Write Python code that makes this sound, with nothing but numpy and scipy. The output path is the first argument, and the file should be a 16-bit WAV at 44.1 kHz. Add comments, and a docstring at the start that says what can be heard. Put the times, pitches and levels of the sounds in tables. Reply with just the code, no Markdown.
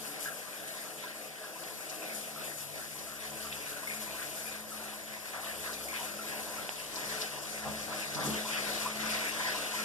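"""Shower in a small tiled bathroom

A hand-held device with two ports hears a shower at full flow. Shaped random spectra and short rings
make the spray's hiss and the floor's splatter; filtered noise makes the low roar and its surges.
Wandering tones hum at the stall's modes, noise bursts spatter, rising rings gurgle, and one drop ticks.
The device steers its ports apart by subtracting from each a delayed share of the other."""
import sys
import numpy as np
from scipy import signal
from scipy.fft import rfft, irfft
from scipy.io import wavfile
from scipy.ndimage import uniform_filter1d

SR = 44100
rng = np.random.default_rng(int(sys.argv[2]) if len(sys.argv) > 2 else 0)


def dump(signal):
    """Clip the signal to [-1, 1] and save it as 16-bit WAV at the path in sys.argv[1]."""
    limited = np.clip(np.atleast_2d(signal).T, -1, 1)
    pcm = np.round(limited * 32767).astype(np.int16)
    wavfile.write(sys.argv[1], SR, pcm)


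N = 433944  # length in samples


def gain_of(db):
    """Level definition: 20 dB is a tenfold amplitude."""
    return 10 ** (np.asarray(db) / 20)


def evened(x):
    """Normalisation to unit root-mean-square amplitude."""
    return x / np.sqrt(np.mean(abs(x) ** 2) + 1e-20)


def read(points, hz):
    """Interpolation of a spectral curve along logarithmic frequency."""
    f, value = np.transpose(points)
    return np.interp(np.log(hz + 1), np.log(f + 1), value)


def level(rows, column):
    """Envelope: one column of levels, interpolated in dB, as a gain for every sample."""
    rows = np.array(rows)
    return gain_of(np.interp(np.arange(N) / SR, rows[:, 0], rows[:, column]))


def moments(rows, before_s, after_s):
    """Triangular envelope: each brief change ramps to its dB and back."""
    t = np.arange(N) / SR
    return gain_of(sum(np.interp(t, [s - before_s, s, s + after_s], [0, db, 0]) for s, db in rows))


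WAVER_HZ = 9.0  # quickest random wavering of a layer


def wavering(depth_db):
    """Random modulation: sines of random phase, the slower ones stronger, sway the level in dB."""
    t = np.arange(0, N + 200, 100) / SR
    rates = np.geomspace(WAVER_HZ / 4, WAVER_HZ, 24)
    sway = sum(np.sin(2 * np.pi * (f * t + rng.random())) / np.sqrt(f) for f in rates)
    return gain_of(depth_db * np.interp(np.arange(N) / SR, t, evened(sway)))


def coloured(db):
    """Spectral shaping: steady noise, independent on the two sides, follows the level db."""
    return evened(irfft(rfft(rng.standard_normal((2, N))) * gain_of(db), N))


def band(x, low_hz, top_hz):
    """Band-pass filtering between two corner frequencies."""
    corners = [low_hz, min(top_hz, SR / 2.2)]
    return signal.sosfilt(signal.butter(3, corners, "bandpass", fs=SR, output="sos"), x)


def grains(low_hz, top_hz, cycles, per_s, spread_db, count):
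    """Shot noise: sparse random trains of short rings with rising pitch, a few of them large."""
    struck = rng.random(N) < per_s / SR
    size = gain_of(spread_db * np.minimum(rng.exponential(1, N), 4)) * struck
    kind = rng.integers(0, 2 * count, N)
    t, out = np.arange(2000) / SR, np.zeros((2, N))
    for k, hz in enumerate(np.geomspace(low_hz, top_hz, 2 * count)):
        ring = np.exp(-t * hz / cycles) * np.sin(2 * np.pi * hz * t * (1 + 7.5 * t))
        ring /= np.linalg.norm(ring)
        out[k % 2] += signal.oaconvolve(size * (kind == k), ring)[:N]  # pitches alternate sides
    return evened(out)


def tiles(x, t60):
    """Reverberation: a dense decaying tail from the hard walls, unrelated on the two sides."""
    t = np.arange(20000) / SR
    tail = rng.standard_normal((2, len(t))) * gain_of(-60 * t / t60)
    return signal.oaconvolve(x, tail / np.linalg.norm(tail[0]), axes=1)[:, :N]


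# turning from the head dulls the mist: t/s, slope/(dB per octave)
TURN = [(0, -1.5), (6.4, -2.5), (7, -7), (9.84, -7)]


def wash(spectrum, patchy_db, flicker_db, size, turn=False):
    """Short-time synthesis: random spectra with drifting patches and fading gusts common to all pitches."""
    frames, hz, hop_s = 4 * N // size + 5, np.fft.rfftfreq(size, 1 / SR), size / 4 / SR
    a, b, c, d, patches = rng.standard_normal((frames, len(hz), 5)).T
    patches = uniform_filter1d(patches, size=size // 64, axis=0)  # across frequency
    patches = evened(uniform_filter1d(patches, size=12, axis=1))  # across time
    starts = rng.random(frames) < 25 * hop_s  # 25 gusts per second on average
    gusts = signal.lfilter([1], [1, -np.exp(-hop_s / 0.016)], starts)
    db = spectrum(hz)[:, None] + patchy_db * patches + flicker_db * evened(gusts - gusts.mean())
    if turn:
        octaves = np.log2(np.maximum(hz / 4560, 1))  # above 4560 Hz
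        db += np.outer(octaves, np.interp(np.arange(frames) * hop_s, *np.transpose(TURN)))
    z = np.array([a + 1j * b, c + 1j * d]) * gain_of(db)
    return evened(signal.istft(z, nperseg=size, noverlap=3 * size // 4)[1][:, :N])


# standing waves between the tiles: f/Hz, width/Hz, lift/dB
STALL = [(97.5, 5, 12), (145.6, 9, 11), (191, 6, 5), (286, 6, 11), (320, 4, 12), (340, 8, 6), (434, 4, 11),
         (510, 14, 4), (635, 60, 3), (766, 40, 3), (975, 70, 1), (1191, 22, 5), (1354, 60, 3),
         (1505, 18, 5), (1650, 50, 1)]


def standing(hz):
    """Modal resonance: lift in dB from the summed resonance curves of the stall."""
    power = sum(gain_of(db) ** 2 / (1 + (2 * (hz - f) / width) ** 2) for f, width, db in STALL)
    return 10 * np.log10(1 + power)


# levels of the water layers, mostly slow, with a sudden drop near 7.27 s
# (also used by splatter and drumming):
# t/s, spray hiss level/dB, floor splatter level/dB, low roar level/dB
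FLOW = [(0, -46.5, -48, -48.5), (.9, -48, -49, -49), (1.4, -50.5, -48.5, -49), (1.7, -47.5, -49, -48),
        (2.15, -47.5, -47.5, -45.5), (2.55, -45.5, -51, -50), (3.3, -46, -47, -49),
        (4.5, -44.5, -47.5, -48), (5.1, -49, -50, -51.5), (5.5, -45, -46.5, -48),
        (6.55, -44.5, -45.5, -45.5), (6.75, -44, -47.5, -48), (7, -39, -42.5, -46.5),
        (7.255, -41.5, -43, -42.5), (7.28, -42, -47, -50), (7.6, -41, -48, -46), (8.06, -41.5, -44, -45),
        (8.6, -37.5, -38.5, -43), (9.1, -38, -38, -44), (9.84, -40, -40.5, -44.5)]
# relative spectral density of the hiss: f/Hz, level/dB
HISS = [(1500, -15.5), (3000, -41), (4500, -4), (6300, 0), (7100, 2), (9500, 2), (10000, 4.5),
        (14500, -1.5)]
# the jets spurt and the hiss jumps for a moment: t/s, lift/dB
SPURTS = [(.24, 7.5), (2.16, 5), (3.56, 3), (4.02, 4.5), (4.38, 3), (4.94, 2.5), (5.85, 3), (7.22, 5.5),
          (7.98, 5), (8.26, 5.5), (9.77, 5)]
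SPURT_RISE_S, SPURT_FALL_S = 0.046, 0.071


def spray():
    """Jet atomisation: the jets tear into mist, and single droplets tick through its broadband hiss."""
    ticks = grains(3000, 10400, 0.56, 1500, 4.7, count=8)
    hiss = wash(lambda hz: read(HISS, hz), 2.0, 0.69, size=256, turn=True)
    mist = hiss + gain_of(-12.5) * ticks + gain_of(-13.5) * tiles(ticks, 0.028)
    spurting = moments(SPURTS, SPURT_RISE_S, SPURT_FALL_S)
    return level(FLOW, 1) * spurting * wavering(0.89) * mist


# relative spectral density of the splatter before the modal lift: f/Hz, level/dB
SPLATTER = [(600, -29), (870, -10.5), (1200, -10), (1750, 0.5), (2300, -1), (3100, -7.5), (4500, -5.5),
            (9000, -22)]


def splatter():
    """Impact and bubble radiation: water lands on the wet floor in a wash full of small bubbles."""
    bubbles = grains(914.5, 2944, 6.7, 300, 3.0, count=14)
    slaps = grains(1880, 2990, 2.8, 34, 1.2, count=3)  # fat drops hit bare tile with a dry click
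    body = wash(lambda hz: read(SPLATTER, hz) + standing(hz), 2.47, 0.74, size=1024)
    body = body + gain_of(-16.5) * slaps + gain_of(-17) * bubbles
    return level(FLOW, 2) * wavering(1.0) * (body + gain_of(-7.5) * tiles(bubbles, 0.13))


# relative spectral density of the roar before the modal lift: f/Hz, level/dB
DRUMMING = [(25, -46), (50, -22), (120, 0), (250, -4), (400, -1), (640, 1.5), (760, -2), (870, -13),
            (1300, -16)]
# deepest part of the roar, before a common 4 dB lift: t/s, level/dB
DEEP = [(0.0, -63.5), (.9, -71.5), (2.19, -67), (2.6, -62), (2.9, -63), (3.42, -63), (4.77, -65),
        (8.0, -62), (8.22, -59.5), (9.59, -62), (9.84, -61)]
DEEP_HZ = 170  # crossover to the deepest part
# surges, as of a slosh on the floor: t/s, rise/s, length/s, level/dB, low f/Hz, top f/Hz
SURGES = [(0, .1, .45, -55, 260, 310), (0.137, .02, 0.27, -54, 504, 790),
          (4.782, 0.022, 0.22, -49, 316, 1020), (5.336, .006, 0.19, -45, 550, 1700),
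          (6.452, .03, 0.088, -53, 800, 1130), (7.635, 0.019, 0.12, -41, 454, 1210),
          (7.874, .008, 0.084, -44, 500, 1500), (7.655, .015, 0.11, -41.5, 100, 258),
          (8.137, 0.04, .14, -36, 109, 395), (8.138, 0.057, 0.27, -37, 295, 1400),
          (8.226, 0.056, 0.19, -34.5, 160, 494)]


def drumming():
    """Modal amplification: standing waves lift the low roar of the falling water and its surges."""
    hz = np.fft.rfftfreq(N, 1 / SR)
    lift_db = standing(hz)
    deep_share = 1 / (1 + (hz / DEEP_HZ) ** 12)  # of the power
    db = read(DRUMMING, hz) + lift_db
    roar = coloured(db + 10 * np.log10(1.00001 - deep_share))
    out = level(FLOW, 3) * wavering(1.05) * wavering(0.45) * roar
    out += level(DEEP, 1) * gain_of(4) * coloured(db + 10 * np.log10(deep_share))
    slosh = coloured(lift_db)
    for s, rise, length, surge_db, low_hz, top_hz in SURGES:
        at, t = round(s * SR), np.arange(0, length, 1 / SR)
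        part = evened(band(slosh[:, at:at + len(t)], low_hz, top_hz))
        out[:, at:at + len(t)] += gain_of(surge_db) * np.interp(t, [0, rise, length], [0, 1, 0]) * part
    return out


# levels of three low hums that swell and fade irregularly:
# t/s, upper hum level/dB, lowest hum level/dB, middle hum level/dB
HUM = [(0, -52.5, -67, -57), (.45, -59.5, -71, -66), (.95, -53, -72, -60), (1.85, -65, -76, -65),
       (2.14, -48, -68, -65), (2.6, -58.5, -63, -55), (3.5, -51.5, -52, -57), (3.78, -61, -63, -59),
       (4, -39.5, -56, -58), (4.2, -58, -59, -60), (4.6, -49, -56, -65), (5.3, -53, -63, -64),
       (5.6, -50, -51.5, -58), (6.6, -50.5, -58, -61), (6.85, -63, -62, -58), (7.07, -43.5, -58, -59),
       (7.43, -56.5, -63, -57), (7.62, -45, -52, -61), (7.72, -36, -41.5, -49), (7.84, -48, -49, -60),
       (7.97, -49, -63, -57), (8.1, -47.5, -58, -61), (8.17, -45, -58, -45), (8.23, -46, -56, -40),
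       (8.29, -31, -50, -28), (8.35, -36, -44, -45), (8.47, -44, -61, -56), (8.8, -44, -57, -55),
       (9.06, -38.5, -49, -53), (9.27, -44.5, -58, -58), (9.6, -52.5, -56, -61), (9.84, -44, -58, -59)]
# the three strongest standing waves, in the same order: f/Hz, width/Hz
HUM_MODES = [(214.3, 2.5), (72.5, 6), (145.6, 4)]


def hum():
    """Narrow-band resonance: each tone's phase walks at random by its mode's width; its level flutters."""
    out, t = np.zeros(N), np.arange(N) / SR
    for k, (hz, width) in enumerate(HUM_MODES):
        wander, flutter = rng.standard_normal((2, N))
        wander = np.cumsum(wander) * np.sqrt(2 * np.pi * width / SR)
        wander = uniform_filter1d(wander, size=1500)
        flutter = evened(uniform_filter1d(uniform_filter1d(flutter, size=3000), size=3000))
        tone = np.sin(2 * np.pi * hz * t + wander)
        out += level(HUM, k + 1) * gain_of(2.1 * flutter) * tone
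    return np.array([out, gain_of(-18.5) * np.roll(out, N // 3)])  # the shift unties the second side


# sharpest spatters of spray on the near tiles: t/s, relative level/dB, centre f/Hz
SPATTERS = [(0.2039, -28, 7290), (0.6769, -32, 7520), (1.079, -33, 3710), (1.6372, -37, 3030),
            (1.8961, -26, 5380), (2.149, -25, 8320), (2.9871, -32, 5120), (3.271, -35, 2730),
            (3.5234, -28, 3010), (4.7744, -36, 3010), (4.9327, -39, 3230), (5.1974, -42, 3190),
            (5.3464, -36, 4830), (5.444, -30, 2720), (5.4574, -32, 3100), (5.731, -27, 4840),
            (5.9609, -33, 3190), (6.957, -23, 5050), (7.214, -21, 4600), (7.5807, -33, 7300),
            (8.1464, -23, 5070), (8.3744, -33, 2660)]
SPATTER_S, SPATTER_OCTAVES = 0.016, 0.39  # decay time, half bandwidth


def spatters():
    """Impulsive noise: a clump of droplets bursts on tile in a bright puff that dies at once."""
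    out, t = np.zeros((2, N + 4000)), np.arange(4000) / SR
    puffs = rng.standard_normal((len(SPATTERS), 2, 4000))
    for (s, db, hz), puff in zip(SPATTERS, puffs):
        puff = evened(band(puff, hz / 2 ** SPATTER_OCTAVES, hz * 2 ** SPATTER_OCTAVES))
        out[:, round(s * SR):][:, :4000] += gain_of(db - 13.5) * np.exp(-t / SPATTER_S) * puff
    return out[:, :N]


def bubble(hz, t60, rise):
    """Bubble resonance: trapped air rings, its pitch climbing as it nears the surface."""
    t = np.arange(4000) / SR
    envelope = (1 - np.exp(-t / 0.0022)) * gain_of(-60 * t / t60)
    return envelope * np.sin(2 * np.pi * hz * t * (1 + rise * t))


# loudest gurgles of trapped air where jets strike the pool: t/s, relative level/dB, starting f/Hz
GURGLES = [(0.257, -18.5, 1600), (0.285, -26, 1350), (0.39, -33, 1510), (0.473, -29, 1220),
           (0.53, -29, 2420), (0.847, -28, 1260), (1.059, -28, 1570), (1.44, -25.5, 1550),
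           (2.02, -23, 2510), (2.095, -20.5, 2220), (2.361, -27, 1250), (2.477, -24, 1950),
           (2.781, -31, 1360), (3.071, -29, 1280), (3.06, -30, 2030), (3.447, -25, 1210),
           (3.516, -28, 2560), (3.718, -28, 1500), (3.765, -25, 1440), (3.873, -17, 2100),
           (3.898, -22, 2420), (4.08, -24, 2390), (4.099, -27, 1000), (4.21, -25, 1540), (4.456, -23, 2360),
           (4.717, -26, 1270), (4.799, -27, 1430), (5.336, -32, 1240), (5.47, -21, 1920),
           (5.746, -27, 2400), (5.884, -20, 2240), (5.991, -25, 990), (6.19, -27, 1340), (6.33, -26, 960),
           (6.482, -31, 950), (6.582, -25, 1350), (7.0, -28.5, 1000), (7.113, -23, 1900),
           (7.141, -26, 1340), (7.183, -23, 2480), (7.351, -28, 960), (8.251, -25.5, 1220),
           (8.313, -27, 1170), (8.48, -24, 2400), (8.86, -19.5, 1160), (8.892, -29, 1190),
           (8.998, -28, 1350), (9.035, -20, 1480), (9.193, -33, 1310), (9.424, -30, 1480),
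           (9.782, -22, 1370)]


def gurgles():
    """Bubble clustering: larger bubbles come in quick groups of five, with their ring off the tiles."""
    out = np.zeros((2, N + 8000))
    chance = rng.random((len(GURGLES), 5, 3))
    for (s, db, hz), cluster in zip(GURGLES, chance):
        for k, (late, detune, side) in enumerate(cluster):
            at = round((s + 0.014 * k * late) * SR)
            ring = bubble(hz * (1 + 0.084 * k * (detune - 0.6)), 0.018, 1.8)
            out[:, at:at + 4000] += np.outer([1, side], gain_of(db - 1.8 * k) * ring)
    out = out[:, :N]
    return gain_of(-6.5) * out + gain_of(-5.5) * tiles(out, 0.31)


# one drop strikes the device by its right port: t/s, level/dB, tick f/Hz
SMACK = [(6.6922, -17, 2700)]


def smack():
    """Structure-borne impact: a brief tick and a dull push through the case."""
    out, t = np.zeros((2, N)), np.arange(600) / SR
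    for s, db, hz in SMACK:
        late = t - 0.0004
        tick = np.exp(-(late / 0.00021) ** 2) * np.cos(2 * np.pi * hz * late)
        push = -0.7 * np.sin(2 * np.pi * 800 * t) * np.exp(-t / 0.00081)
        out[:, round(s * SR):][:, :600] += np.outer([0.2, 1], gain_of(db) * (tick + push))
    return out


# likeness of the sound at the two ports: f/Hz, likeness (0 to 1)
ALIKE = [(30, .3), (60, 1), (100, 0.17), (145, 0.87), (214, 0.91), (300, 0.73), (600, 0.67), (1200, 0.016),
         (3000, 0.019), (14000, 0.039)]
# the body shades the right port: f/Hz, left-over-right level/dB
SHADE = [(100, -2.5), (1500, 5), (3200, 3), (6000, 2.5), (10000, 7), (14000, 8.5)]


def ports(a, b):
    """Spatial coherence: the ports' likeness varies with frequency, and the body shades the right one."""
    hz = np.fft.rfftfreq(N, 1 / SR)
    same = np.clip(read(ALIKE, hz), 0, 1)
    a, b = rfft(a), rfft(b)
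    shade = gain_of(read(SHADE, hz) / 2)  # half on each side
    right = same * a + np.sqrt(1 - same ** 2) * b
    return irfft(np.array([a * shade, right / shade]), N)


# the spray, splatter and roar sink for a moment and come back quickly: t/s, change/dB
LULLS = [(.12, -0.5), (.46, -3), (1.13, -2.5), (1.34, -2.5), (1.58, -2), (2.9, -2), (3.18, -3),
         (4.65, -4.5), (6.87, -3), (8.92, -3)]
LULL_SINK_S, LULL_BACK_S = 0.085, 0.095


def scene():
    """Superposition: all sources add at the ports, the drop directly on the device."""
    water = moments(LULLS, LULL_SINK_S, LULL_BACK_S) * (spray() + splatter() + drumming())
    left, right = water + hum() + spatters() + gurgles()
    return ports(left, right) + smack()


# share of the opposite port, before its cap and the slow gain: f/Hz, share (0 to 1)
CROSS = [(50, 0.61), (1000, 0.56), (2200, 0.59), (4200, 0.63), (5300, 0.37), (7500, 0.017), (11000, 0.0069)]
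CROSS_S, MOST_CROSS = 0.0004749, 0.84  # delay of the share in s, its cap
# slow curve of the gain on the subtracted share, with random wavering added: t/s, gain/dB
STEER = [(0, 2), (1.3, 1.5), (2.5, 5.5), (3.8, 1.5), (6.2, 3), (7, -1), (7.6, 2.5), (8.8, -0.5), (9.84, 2)]
EDGE_HZ = 14280  # upper band limit


def record(dry):
    """Delay-and-subtract directivity: each side loses a share of the other; then the band limit."""
    hz = np.fft.rfftfreq(N, 1 / SR)
    share = np.minimum(read(CROSS, hz), MOST_CROSS)
    delay = np.exp(-2j * np.pi * hz * CROSS_S)
    opposite = irfft(share * delay * rfft(dry[::-1]), N)
    share_gain = np.minimum(level(STEER, 1) * wavering(1.5), 1.15)
    steered = dry - share_gain * opposite
    lowpass = signal.firwin(1023, EDGE_HZ, window=("kaiser", 10), fs=SR)
    return signal.oaconvolve(steered, lowpass[None], "same")


dry = scene()
out = record(dry)
dump(out)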